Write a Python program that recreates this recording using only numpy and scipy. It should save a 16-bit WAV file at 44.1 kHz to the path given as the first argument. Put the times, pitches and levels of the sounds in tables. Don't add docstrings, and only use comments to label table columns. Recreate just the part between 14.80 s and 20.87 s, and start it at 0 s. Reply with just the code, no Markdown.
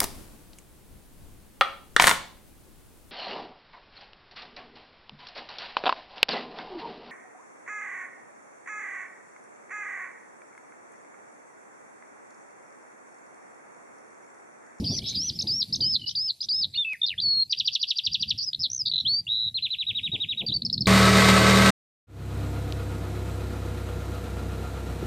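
import sys
import numpy as np
from scipy import signal
from scipy.io import wavfile
from scipy.ndimage import uniform_filter1d

SR = 44100
rng = np.random.default_rng(int(sys.argv[2]) if len(sys.argv) > 2 else 0)


def int16_out(signal):
    q = np.round(np.clip(np.atleast_2d(signal).T, -1, 1) * 32767)
    wavfile.write(sys.argv[1], SR, q.astype(np.int16))


N = 267687

# (time [ms], pitch [Hz], level [dB])
FALL = [(0, 4950, -20), (8, 4700, -13), (16.84, 4620, -7.5), (21.1, 5600, -7), (22.4, 5900, -15),
        (26.52, 5750, -27), (29.43, 4500, -2), (32.3, 3950, 2), (44.1, 2780, -11.5), (49, 2480, -29)]
PAIR = [(0, 3650, -22), (3, 3950, 1.5), (6.5, 4200, -16.5), (7.5, 3220, -12), (11, 4070, -1),
        (15, 4030, -20)]
BOW = [(0, 3450, -20), (4.5, 3720, -5), (16, 3900, -2.5), (29, 3650, -1.5), (39, 3220, -3), (46, 2700, -6),
       (53, 2080, -18)]
TURN = [(0, 5350, -26), (2, 5050, -.5), (8, 5300, -3), (11, 5350, -18), (13, 4750, -2), (16.5, 4380, -1),
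        (21, 4250, -26)]


def lark_notes():
    # (time [s], pitch [Hz], level [dB])
    whistles = [
        [(2.047, 2620, -23), (2.053, 2664, -26), (2.1255, 2512, -29), (2.1425, 2070, -33), (2.1575, 1630, -56)],
        [(4.249, 3000, -36), (4.256, 3130, -24), (4.2665, 3400, -19), (4.2785, 4100, -21.5),
         (4.295, 4355, -19.5), (4.387, 4702, -22.5), (4.41, 4655, -32)],
        [(5.662, 4750, -54), (5.667, 4616, -24), (5.6825, 4740, -26), (5.6855, 4420, -21), (5.69, 3426, -31),
         (5.6995, 3810.0, -23.5), (5.7035, 4150, -26), (5.7085, 2860, -30)],
    ]
    # (start [s], length [ms], first [dB], last [dB], rise [ms], fade [ms],
    # first [Hz], bend at [ms], bend [Hz], last [Hz])
    slurs = [(1.943, 30, -30, -28, 2, 3, 3250, 9, 4280, 4450),
             (1.941, 27, -50, -27.5, 1, 1, 2000, 14, 2800, 2915),
             (1.973, 72, -21, -20.5, 3, 29, 3640, 44, 3595, 3300),
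             (2.377, 19, -27, -22, 6, 1, 3000, 12, 3620, 3300),
             (3.625, 20.5, -28, -29, 2, 5, 4430, 15.5, 5750, 6400),
             (3.664, 31, -33, -19.5, 3, 4.5, 5270, 26, 4910, 4850),
             (3.99, 33.5, -29, -19.5, 2, 4, 5590, 21.5, 5060, 4900),
             (5.716, 19, -27, -18, 8, 4.5, 2840, 10, 3900, 4050),
             (5.738, 18.5, -22, -21, 3, 3.5, 5000, 2.5, 4650, 4445),
             (5.76, 19, -19.5, -21, 2.5, 9, 5050, 3.5, 4510, 4450)]
    warbles = [ ((2.466, 44, 12, .01, .33, .05), [(2.413, 4900, -36), (2.418, 4800, -27),
               (2.434, 4500, -21), (2.466, 4395, -17), (2.55, 4310, -19), (2.632, 4235, -16),
               (2.6395, 4246, -38)]), ((3.6, 155, 200, 0.39, 0.3, 0.9), [(3.575, 4730, -37),
               (3.585, 5600, -30), (3.589, 4560, -22.5), (3.628, 4936, -29)]),
               ((3.794, 173.5, 146, .01, .97, 0), [(3.791, 5000, -34), (3.808, 5190, -21.5),
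               (3.826, 5250, -21)]), ((3.8333, 141, 370, .07, 0.18, 0), [(3.827, 4960, -32),
               (3.84, 4285, -17.5), (3.866, 3624, -23.5), (3.87, 3780, -40)]),
               ((4.0609, 98.5, 592, .01, .6, 0), [(4.052, 4210, -32), (4.064, 4260, -18),
               (4.086, 4210, -20), (4.091, 4260, -36)]), ((4.4815, 95, 150, 0.46, .99, 0),
               [(4.466, 2550, -27.5), (4.481, 3330, -25), (4.496, 3800, -20.5)]),
               ((4.5905, 113.6, 30, .2, 0.99, .05, 1.2), [(4.496, 3744, -22), (4.52, 3850, -18),
               (4.62, 3895, -19.5), (4.686, 3850, -20), (4.692, 3850, -25)])]
    # (time [s], peak [dB], pitch [Hz], glide [Hz/ms], width [ms])
    chips = [(0.8287, -15.5, 4176, -250.0, 4.0), (1.5076, -17.4, 4170, -110.0, 5.0),
             (1.8448, -14.5, 3954, -230.0, 3.6), (1.8525, -21, 3950, -200, 3), (1.941, -30, 4150, 130, 4),
             (2.2195, -16.5, 3595, -7.5, 4.5), (2.4025, -19, 4030, 180, 4.4), (3.734, -20, 3850, 270, 3.4),
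             (3.7489, -17.5, 3880, 190, 3.6), (4.101, -22.5, 4420, -16.5, 6.7)]
    # (start [s], count, gap [ms], first/mid/last [dB], first/mid/last [Hz], glide [Hz/ms], width [ms])
    runs = [(1.1565, 3, 7.1, (-13.5, -17, -23), (4010, 3815, 4160), -150, 3.7),
            (2.235, 3, 8.5, (-14.5, -16.5, -19), (3633, 3624, 3610), 1, 5.6),
            (2.267, 4, 9.2, (-20, -19, -17.5), (4750, 4150, 3740), -270, 2.9),
            (2.3062, 4, 10.8, (-24, -28, -36), (2920, 2560, 1950), -70, 5.5),
            (3.9024, 6, 15.65, (-24.5, -20, -24), (5710, 6150, 5960), 130, 3.2),
            (5.8218, 4, 79.3, (-19.5, -18, -18), (4170, 4120, 4090), 260, 2.8)]
    # (time [ms], pitch [Hz], level [dB], share of climb)
    arch_shape = [(0, 3150, -16, 0.03), (7, 4850, -7, 0.05), (12.5, 4960, -9, 0.2), (29.4, 4450, -6, 0.17),
                  (46.3, 4990, -6.5, .17), (94, 5230, -10, 0.65), (115, 5250, -11, 1),
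                  (132, 5010, -9.5, 1.1), (144, 4530, -5.5, 0.9), (150, 4100, -5, 0.3),
                  (155.6, 3400, -7, -0.6)]
    # (start [s], level [dB], climb [Hz])
    arches = [(.039, -23, 820), (.348, -18, 845), (.669, -15.5, 375), (1.004, -13.5, 8), (1.35, -16.5, -10),
              (1.685, -14.5, -8)]
    # (time [ms], pitch [Hz], level [dB])
    hook_shape = [(0, 3450, -14), (3, 4250, -2), (7, 4900, -2.5), (17, 5150, 0), (21, 4600, -6),
                  (26, 3550, -4), (29, 3300, -24), (31, 6300, -20), (34.5, 5950, -3), (41, 3900, -5),
                  (45, 3400, -18)]
    # (start [s], level [dB], pitch factor)
    hooks = [(0.5872, -21, 1.047), (0.924, -20, 1.037), (1.27, -25, .985), (1.604, -24, .985)]
    clear = [glide(rows) for rows in whistles] + [slur(*row) for row in slurs]
    clear += [warble(*row) for row in warbles] + [chip(*row) for row in chips]
    clear += [note for row in runs for note in chip_run(*row)]
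    for start_s, level_db, climb_hz in arches:
        shape = [(ms, hz + share * climb_hz, db) for ms, hz, db, share in arch_shape]
        clear.append(syllable(shape, start_s, level_db))
    hooked = tones([syllable(hook_shape, *row) for row in hooks], waver_db=1.5, noisiness=.08)
    return tones(clear, waver_db=.45, noisiness=.0067) + hooked


def lark_trills():
    # (shape, start [s], count, first gap [ms], gap growth [ms], first/mid/last [dB],
    # first/mid/last pitch factor, noisiness [0-1])
    trills = [(FALL, 2.6948, 11, 75.1, .68, (-17.5, -18.3, -18.4), (1.001, 1.001, 1.001), .035),
              (PAIR, 4.1134, 5, 21.5, .01, (-19, -15.5, -16.5), (1.001, 1.001, 1.001), .012),
              (BOW, 4.7415, 11, 79.9, .68, (-21, -22, -22.3), (1.092, 1.006, 1.009), .01),
              (TURN, 5.849, 3, 78.1, 1.1, (-19.6, -17.8, -18), (1.001, 1.001, 1.001), .03)]
    spread_db, spread_pitch, spread_noise_db = .7, .004, 6.5
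    mix = np.zeros(N)
    for shape, start_s, count, gap_ms, growth_ms, dbs, pitches, noisiness in trills:
        k = np.arange(count)
        starts_s = start_s + (k * gap_ms + k * (k - 1) / 2 * growth_ms) / 1000
        level_jitter, pitch_jitter = rng.standard_normal((count, 2)).T
        levels_db = parabola(dbs, count) + spread_db * level_jitter
        factors = parabola(pitches, count) + spread_pitch * pitch_jitter
        notes = [syllable(shape, *row) for row in zip(starts_s, levels_db, factors)]
        mix += tones(notes, waver_db=.45, noisiness=noisiness * amp(spread_noise_db * wander(14, N)))
    return mix


def tones(notes, waver_db, noisiness=0):
    mix = np.zeros(N)
    for t, hz, gain in notes:
        add(mix, t[0], gain * np.sin(2 * np.pi * np.cumsum(hz) / SR))
    return mix * amp(waver_db * wander(60, N)) * (1 + noisiness * wander(750, N))


def glide(points):
    s, hz, db = np.transpose(points)
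    t = np.arange(s[0], s[-1], 1 / SR)
    pitch_hz = uniform_filter1d(np.interp(t, s, hz), size=90, mode="nearest")
    taper = signal.windows.tukey(len(t), min(1, .0055 / (s[-1] - s[0])))
    return t, pitch_hz, np.interp(t, s, amp(db)) * taper


def syllable(shape, start_s, level_db, pitch_factor=1):
    return glide([(start_s + ms / 1000, hz * pitch_factor, level_db + db) for ms, hz, db in shape])


def slur(start_s, ms, first_db, last_db, rise_ms, fade_ms, first_hz, bend_ms, bend_hz, last_hz):
    bend_db = first_db + (last_db - first_db) * bend_ms / ms
    shape = [(0, first_hz, first_db), (bend_ms, bend_hz, bend_db), (ms, last_hz, last_db)]
    t, hz, gain = syllable(shape, start_s, 0)
    age_ms = (t - start_s) * 1000
    return t, hz, gain * np.clip(age_ms / rise_ms, 0, 1) * np.clip((ms - age_ms) / fade_ms, 0, 1)


def warble(beat, carrier):
    crest_s, rate_hz, swing_hz, lag_turns, depth, uneven_turns, *sharpness = beat
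    t, hz, gain = glide(carrier)
    phase = 2 * np.pi * ((t - crest_s) * rate_hz + uneven_turns * wander(rate_hz / 4, len(t)))
    throb = 1 - np.clip(depth, 0, 1) * abs(np.sin(phase / 2)) ** (2 + sum(sharpness))
    return t, hz + swing_hz * np.sin(phase + 2 * np.pi * lag_turns), gain * throb


def chip(centre_s, peak_db, hz, hz_per_ms, width_ms):
    ms = np.arange(-1.2 * width_ms, 1.3 * width_ms, 1000 / SR)
    bell = 2 ** -(2 * ms / width_ms) ** 2
    return centre_s + ms / 1000, hz + hz_per_ms * np.clip(ms, -width_ms, width_ms), amp(peak_db) * bell


def chip_run(start_s, count, gap_ms, dbs, hzs, hz_per_ms, width_ms):
    return [chip(start_s + k * gap_ms / 1000, db, hz, hz_per_ms, width_ms)
            for k, (db, hz) in enumerate(zip(parabola(dbs, count), parabola(hzs, count)))]


def far_larks():
    # (time [s], peak [dB], pitch [Hz], glide [Hz/ms], width [ms])
    chips = [(0.048, -34, 3250, -71, 6.5), (0.221, -40, 3190, 68, 7), (0.277, -28, 5326, 8.5, 11),
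             (0.299, -28.5, 6230, -150, 5.4), (.187, -25, 4500, -220, 3.2), (.565, -39, 5230, -13, 23),
             (1.316, -37, 3160, 20, 7.1), (1.482, -46, 3000, 50, 7), (.426, -40, 3200, 40, 6),
             (.447, -47, 2750, 40, 6), (4.21, -50, 5600, -9, 22)]
    # (start [s], count, gap [ms], first/mid/last [dB], first/mid/last [Hz], glide [Hz/ms], width [ms])
    runs = [(.228, 4, 34, (-49, -53, -49), (2350, 2280, 2300), 15, 7), (.164, 3, 15.5, (-50, -49, -52),
            (2450, 2050, 2250), -15, 6), (.418, 5, 17.5, (-37, -39, -38), (4100, 4200, 4250), 70, 4.5),
            (.112, 4, 12, (-39, -38, -41), (3600, 3500, 3300), -60, 5), (1.026, 4, 18, (-34, -38, -42),
            (3090, 3030, 3100), -5, 8), (1.197, 5, 23.6, (-40, -32, -37), (3090, 2930, 3000), 3, 8),
            (1.742, 4, 24.5, (-45, -40, -40), (3850, 3780, 3850), 45, 8)]
    warbles = [ ((.11, 173.5, 195, .01, .9, 0.12), [(.058, 4600, -30), (.072, 4580, -23), (.09, 4710, -27),
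               (.16, 4724, -28)]), ((.3, 110, 340, .0, .8, 3), [(.24, 3460, -31), (.255, 3900, -27),
               (.31, 3950, -26.5), (.335, 3800, -52), (.35, 3980, -25), (.385, 3920, -49)])]
    notes = [warble(*row) for row in warbles] + [chip(*row) for row in chips]
    notes += [note for row in runs for note in chip_run(*row)]
    return tones(notes, waver_db=1.2)


def echoes_and_wash(song, wash_db, t60_s, blur):
    # (delay [ms], level [dB])
    echoes = [(5.5, -17), (11.5, -16.5)]
    early_db, early_t60_s, dull_hz, dull_db = 4, .09, 2600, 5
    t = np.arange(SR // 2) / SR
    early, late = amp(early_db - 60 * t / early_t60_s), amp(-60 * t / t60_s)
    bright = rng.standard_normal((3, len(t))) * np.minimum(t / .0041, 1)
    dull = signal.sosfilt(signal.butter(2, dull_hz, fs=SR, output="sos"), bright)
    taps = bright * (late + early) + amp(dull_db) * dull * late
    taps = taps[0] + .076 * taps[1:]
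    taps *= amp(wash_db) / np.linalg.norm(taps[0])
    for ms, db in echoes:
        taps[:, round(ms * SR / 1000)] += amp(db)
    wet = signal.fftconvolve(song[None], taps, axes=1)[:, :N] * (1 + blur * wander(311, N))
    song_band = signal.butter(3, [1500, 7200], "bandpass", fs=SR, output="sos")
    return signal.sosfilt(song_band, song + wet)


def gritty_highs(song):
    # (start [s], length [ms], share [0-1])
    patches = [(.155, 33, .7), (.249, 79, .6), (1.13, 26, .9), (1.269, 59, .95), (1.621, 32, .9),
               (1.935, 38, .4), (2.25, 45, .6), (2.917, 32, .85), (2.992, 24, .7), (3.079, 26, .85),
               (3.595, 76, .75)]
    above_hz, width_hz, smear_ms = 4100, 250, 24
    t = np.arange(N) / SR
    share = sum(np.clip(part, 0, 1) * ((t > s) & (t < s + ms / 1000)) for s, ms, part in patches)
    share = uniform_filter1d(share, size=200)
    top = signal.sosfiltfilt(signal.butter(8, above_hz, "highpass", fs=SR, output="sos"), song)
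    grit = share * top * np.array([wander(width_hz, N) for ear in song])
    smear = rng.standard_normal((2, round(smear_ms * SR / 1000)))
    grit = signal.oaconvolve(grit, smear / np.sqrt(smear.shape[1]), "same", axes=1)
    return song + top * (np.sqrt(abs(1 - share ** 2)) - 1) + 1.3 * grit


def wind():
    # (time [s], level [dB])
    gusts = [(0, -39), (.17, -38), (.27, -47), (.74, -45), (.81, -56), (1.02, -42), (1.25, -53),
             (1.57, -69), (1.9, -49), (2.08, -74), (2.32, -65), (2.38, -50), (2.55, -52), (2.74, -73),
             (2.8, -59), (3.18, -77), (3.28, -51), (3.5, -49), (3.74, -67), (3.79, -51), (4.16, -61),
             (4.26, -45), (4.37, -57), (4.82, -57), (5.0, -70), (5.09, -54), (5.36, -48), (5.5, -57),
             (6.07, -36)]
    # (time [s], level [dB])
    upper_offset = [(0, -1), (1.1, -.5), (1.4, -9), (5.1, -9), (5.3, -.5)]
    # (time [s], level [dB], 1/e half-width [ms])
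    puffs = [(.1, -49, 173), (0.661, -52.5, 32), (1.018, -53, 14), (5.343, -45, 14), (5.391, -50, 12),
             (5.63, -47, 24), (5.733, -47, 13)]
    # (frequency [Hz], density [dB])
    rumble_colour = [(20, -24), (50, -15), (104, -.5), (118, -2), (206, -6.5), (334, -20.5), (600, -50)]
    flutter_colour = [(150, -26.5), (300, 4.5), (600, -3.5), (900, -13), (1300, -33)]
    split_hz = 170
    t = np.arange(N) / SR
    deep_db = curve(gusts) + 3.2 * wander(16, N)
    upper_db = deep_db + curve(upper_offset)
    puff_gain = sum(amp(db) * np.exp(-((t - s) * 1000 / ms) ** 2) for s, db, ms in puffs)
    rumble = noise(rumble_colour, correlation=1, patchy_db=1.5, fft_size=2048)
    deep = signal.sosfiltfilt(signal.butter(3, split_hz, fs=SR, output="sos"), rumble)
    flutter = noise(flutter_colour, correlation=1, patchy_db=3.5)
    flutter *= amp(upper_db - 19) + puff_gain + amp(-79)
    return evened(deep) * amp(deep_db) + evened(rumble - deep) * amp(upper_db) + flutter


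def chorus():
    # (time [s], level [dB])
    levels = [(0, -43), (.5, -46), (1.3, -55.5), (2.3, -69.5)]
    # (frequency [Hz], density [dB])
    colour = [(1500, -32.5), (2200, -9.5), (4800, 15), (5900, -2), (7500, -44.5)]
    return amp(curve(levels)) * noise(colour, correlation=.8, patchy_db=5.5)


def hiss():
    # (time [s], level [dB])
    levels = [(0, -54.5), (.8, -56), (1.1, -61), (2.5, -65.5), (6.07, -65)]
    # (frequency [Hz], density [dB])
    colour = [(300, -11), (700, .8), (1300, -13), (2200, 0), (13000, 1.5)]
    return amp(curve(levels)) * noise(colour, correlation=.05, patchy_db=4)


def tick(start_s=2.1336, level_db=-27):
    mix = np.zeros(N)
    add(mix, start_s, amp(level_db) * np.exp(-np.arange(40) / 2))
    return mix


def noise(colour, correlation, patchy_db, fft_size=512):
    frames, hz = 4 * N // fft_size + 5, np.fft.rfftfreq(fft_size, 1 / SR)
    re, im, other_re, other_im, patches = rng.standard_normal((frames, len(hz), 5)).T
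    patches = evened(uniform_filter1d(uniform_filter1d(patches, size=8, axis=0), size=10, axis=1))
    left = re + 1j * im
    right = correlation * left + np.sqrt(1 - correlation ** 2) * (other_re + 1j * other_im)
    knots_hz, knots_db = np.transpose(colour)
    colour_db = np.interp(np.log(hz + 1), np.log(knots_hz + 1), knots_db, -90, -90)
    spectra = np.array([left, right]) * amp(colour_db[:, None] + patchy_db * patches)
    return evened(signal.istft(spectra, nperseg=fft_size, noverlap=3 * fft_size // 4)[1][:, :N])


def wander(rate_hz, samples):
    sos = signal.butter(4, min(rate_hz, 2000) / (SR / 2), output="sos")
    return evened(signal.sosfilt(sos, rng.standard_normal(samples + 4000))[4000:])


def parabola(values, count):
    return np.polyval(np.polyfit([0, .5, 1], values, 2), np.linspace(0, 1, count))


def curve(points):
    return np.interp(np.arange(N) / SR, *np.transpose(points))


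def amp(db):
    return 10 ** (np.asarray(db) / 20)


def evened(x):
    return x / np.sqrt(np.mean(x ** 2) + 1e-20)


def add(mix, start_s, sound):
    part = mix[round(start_s * SR):][:len(sound)]
    part += sound[:len(part)]


def scene():
    song = echoes_and_wash(lark_notes(), wash_db=-17, t60_s=.27, blur=.35)
    song += echoes_and_wash(lark_trills(), wash_db=-13.5, t60_s=.38, blur=.4)
    song += echoes_and_wash(far_larks(), wash_db=-10, t60_s=.14, blur=.16)
    background = hiss() + chorus() + tick()
    return gritty_highs(song) + wind() + background


def record(dry):
    cutoff_hz = 13200
    lowpass = signal.firwin(511, cutoff_hz, window=("kaiser", 9), fs=SR)
    return signal.oaconvolve(dry, lowpass[None], "same")


dry = scene()
out = record(dry)
int16_out(out)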